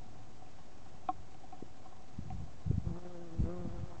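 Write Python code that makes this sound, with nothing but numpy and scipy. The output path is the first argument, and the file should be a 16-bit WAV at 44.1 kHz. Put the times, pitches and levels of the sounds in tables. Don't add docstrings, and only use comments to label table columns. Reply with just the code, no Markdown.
import sys
import numpy as np
from scipy import signal
from scipy.fft import rfft, irfft
from scipy.io import wavfile

SR = 44100
rng = np.random.default_rng(int(sys.argv[2]) if len(sys.argv) > 2 else 0)


def unload_wav(signal):
    wavfile.write(
        sys.argv[1],
        SR,
        np.round(np.clip(np.atleast_2d(signal).T, -1, 1) * 32767).astype(np.int16),
    )


N = 176400
T = np.arange(N) / SR


def from_db(db):
    return 10 ** (np.asarray(db) / 20)


def rms_one(x):
    return x / np.sqrt(np.mean(x ** 2) + 1e-20)


def automation(points):
    return np.interp(T, *np.transpose(points))


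def db_at_hz(spectrum, hz):
    freq_hz, level_db = np.transpose(spectrum)
    return np.interp(np.log(hz + 1e-9), np.log(freq_hz), level_db)


def drift(rate_hz):
    hop, settle = 40, 2000
    pole = np.exp(-2 * np.pi * hop * rate_hz / SR)
    white = rng.standard_normal(N // hop + settle + 2)
    slow = signal.lfilter([1], [1, -2 * pole, pole * pole], white)[settle:]
    return np.interp(np.arange(N) / hop, np.arange(len(slow)), rms_one(slow))


def coloured_noise(spectrum):
    gain = from_db(db_at_hz(spectrum, np.arange(N // 2 + 1) * SR / N))
    return rms_one(irfft(rfft(rng.standard_normal(N)) * gain, N))


def band_noise(edges_hz):
    sos = signal.butter(2, edges_hz, "band", fs=SR, output="sos")
    return rms_one(signal.sosfilt(np.vstack([sos, sos]), rng.standard_normal(N)))


def swell(t, peak_s):
    u = np.maximum(t, 0) / peak_s
    return u * np.exp(1 - u)


def garden_bed():
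    # freq_hz, level_db
    air_colour = [(25, -4), (60, -3.5), (110, -2.5), (180, -8), (320, -8), (450, -15), (700, -12),
                  (1200, -21.5), (2000, -30.5), (4000, -33.5)]
    # freq_hz, level_db
    hiss_colour = [(500, 4.5), (2000, 3.5), (3000, 0.5), (5000, -1.5), (7000, -2), (7800, -10.5),
                   (8400, -20), (8900, -22.5)]
    # time_s, level_db
    hiss_level = [(0, -68.5), (2.0, -68.5), (3.0, -68), (4, -67.5)]
    air_db, flicker_db, whine_db, whine_hz = -57, 1, -92.5, 6630
    air = from_db(air_db) * coloured_noise(air_colour)
    hiss = from_db(automation(hiss_level) + flicker_db * drift(30)) * coloured_noise(hiss_colour)
    whine = from_db(whine_db) * np.sin(2 * np.pi * whine_hz * T)
    return air + hiss + whine


def handling():
    # time_s, level_db
    rumble_level = [(0, -58.5), (.35, -61.5), (.9, -68), (1.2, -59.5), (1.4, -84), (2.06, -72.5),
                    (2.18, -51), (2.4, -42.5), (2.52, -60), (2.6, -62), (2.71, -37), (2.83, -47.5),
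                    (2.92, -38.5), (3.0, -68), (3.33, -64), (3.41, -31), (3.48, -41.5), (3.58, -54),
                    (3.67, -42.5), (3.8, -43.5), (3.9, -60), (4, -51.5)]
    # freq_hz, level_db
    rumble_colour = [(25, -9), (50, -1), (85, 1.5), (125, -1.5), (200, -9.5), (270, -18.5), (500, -35),
                     (1000, -58.5)]
    # centre_s, level_db, pitch_hz
    bumps = [(0.064, -48, 167), (.950, -43, 120), (1.2005, -43, 64.4), (1.6268, -31.5, 274),
             (2.1911, -29, 163), (2.363, -31.5, 75.6), (2.384, -36.5, 90), (2.667, -28, 103),
             (2.679, -26, 112), (2.706, -19.5, 118), (2.7136, -28.5, 275), (2.744, -28.5, 85),
             (2.782, -23, 140), (2.873, -24, 98.6), (2.914, -29, 123), (3.3969, -26.5, 115),
             (3.405, -22.5, 148), (3.4209, -24.5, 107.8), (3.440, -28.5, 233), (3.655, -29, 163),
             (3.677, -28.5, 160), (3.838, -30, 101)]
    wobble_db, half_width_cycles = 1.8, 0.44
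    out = from_db(automation(rumble_level) + wobble_db * drift(8.2)) * coloured_noise(rumble_colour)
    for centre_s, level_db, pitch_hz in bumps:
        cycles = pitch_hz * (T - centre_s)
        envelope = np.exp(-np.minimum((cycles / half_width_cycles) ** 2, 20))
        out -= from_db(level_db) * np.sin(2 * np.pi * cycles) * envelope
    return out


def camera_body():
    # start_s, level_db, hardness_db (added to upper modes), scuff_db (against level_db)
    knocks = [(.012, -52, -11, -24), (.152, -54, -3, -22), (.4185, -47.5, -11, -24), (.463, -51.5, -5, -14),
              (.585, -55.5, 2, -12), (.860, -51, -1, -17), (.938, -51, -7, -26), (1.0869, -23, 3, -26),
              (1.3435, -49, -9, -13), (1.4365, -46, -8, -24), (1.5244, -40, -2.5, -25),
              (1.545, -47, -19, -22), (1.598, -50, 0, -21), (1.856, -48.5, 5, -23), (1.922, -53, 6, -18),
              (2.302, -38.5, -9, -19.5)]
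    # pitch_hz, gain_db, peak_s
    modes = [(308, -16.5, 0.0078), (746, -2, 0.0057), (1079, -13.5, 0.0053), (1303, -19.5, 0.0027),
             (1580, -37, 0.0025), (3340, -42, .0035)]
    creaks_per_s, creak_db, spread_db = 84, -64, 1.5
    upper_modes_hz = 900
    t = T[:SR // 8]
    start_s, level_db, hardness_db, scuff_db = np.transpose(knocks)
    onsets = (start_s * SR).astype(int)
    creaks = (rng.random(N) < creaks_per_s / SR) * from_db(creak_db + spread_db * rng.standard_normal(N))
    ring = np.zeros(N)
    for pitch_hz, gain_db, peak_s in modes:
        blows = np.bincount(onsets, from_db(level_db + hardness_db * (pitch_hz > upper_modes_hz)), N)
        grip = creaks * from_db(spread_db * rng.standard_normal(N))
        ping = from_db(gain_db) * swell(t, peak_s) * np.sin(2 * np.pi * pitch_hz * t)
        ring += signal.fftconvolve(blows + grip, ping)[:N]
    scuff_hits = np.bincount(onsets, from_db(level_db + scuff_db), N)
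    scuff_envelope = signal.fftconvolve(scuff_hits, swell(t, peak_s=0.0012))[:N]
    return ring + scuff_envelope * band_noise(edges_hz=(1600, 3610))


def bee():
    # time_s, pitch_hz
    wingbeat = [(2.83, 160), (2.89, 175.2), (2.93, 163.7), (2.97, 176.9), (3.07, 178.2), (3.16, 172.6),
                (3.24, 170.6), (3.31, 161.6), (3.36, 166.9), (3.41, 160.6), (3.47, 163.4), (3.51, 177.4),
                (3.59, 178.6), (3.70, 166), (3.74, 175), (3.81, 171.9), (3.87, 179.7), (3.97, 164.2)]
    # time_s, level_db
    flight_level = [(2.81, -69.5), (2.86, -43.5), (2.93, -48), (2.97, -42), (3.01, -54.5), (3.06, -45.5),
                    (3.11, -51.5), (3.22, -46), (3.30, -51), (3.35, -44.5), (3.42, -47), (3.475, -40),
                    (3.54, -42), (3.61, -43), (3.69, -48.5), (3.77, -50.5), (3.85, -60.5), (3.95, -58.5),
                    (4.0, -69)]
    # time_s, gain_db
    brightness = [(2.85, -14), (2.94, -8), (3.04, 2), (3.15, -1.5), (3.4, -8), (3.6, -4), (3.75, 0),
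                  (3.9, 10)]
    # freq_hz, level_db
    stroke_colour = [(175, -6), (350, -5), (525, -10), (700, -15.5), (880, -28), (1080, -26.5),
                     (1250, -23.5), (1420, -27), (1800, -35), (2500, -43), (4000, -47)]
    # time_s, gain_db
    wing_air = [(2.85, -5), (2.97, -8.5), (3.1, -29), (3.3, -20.5), (3.46, -12.5), (3.56, -20),
                (3.7, -16.5), (3.95, -11.5)]
    pitch_wander, overtone_flutter_db, level_flutter_db = 0.00796, 4, 0.5
    beat_scatter_s, beat_scatter_db = 0.00007, 1.5
    pitch_hz = automation(wingbeat) * (1 + pitch_wander * drift(25))
    phase = 2 * np.pi * (np.cumsum(pitch_hz) / SR + pitch_hz * beat_scatter_s * drift(150))
    bright_db = automation(brightness)
    buzz = np.zeros(N)
    for k in range(1, 21):
        share = min((k - 1) / 4, 1)
        lift_db = share * (bright_db + overtone_flutter_db * drift(10))
        buzz += from_db(db_at_hz(stroke_colour, k * pitch_hz) + lift_db) * np.cos(k * phase)
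    strokes = rms_one((1 + np.cos(phase)) ** 2)
    puffs = from_db(automation(wing_air) + bright_db) * band_noise(edges_hz=(334, 1200)) * strokes
    level_db = automation(flight_level) + level_flutter_db * drift(22) + beat_scatter_db * drift(80)
    airborne = T > flight_level[0][0]
    return airborne * from_db(level_db) * (np.sqrt(2) * buzz + puffs)


def scene():
    return (garden_bed() + handling() + camera_body() + bee())[None]


def record(dry):
    stopband_hz, dc_offset = 8900, -0.0111
    high_cut = signal.cheby2(16, 60, stopband_hz, fs=SR, output="sos")
    return signal.sosfilt(high_cut, dry) + dc_offset


dry = scene()
out = record(dry)
unload_wav(out)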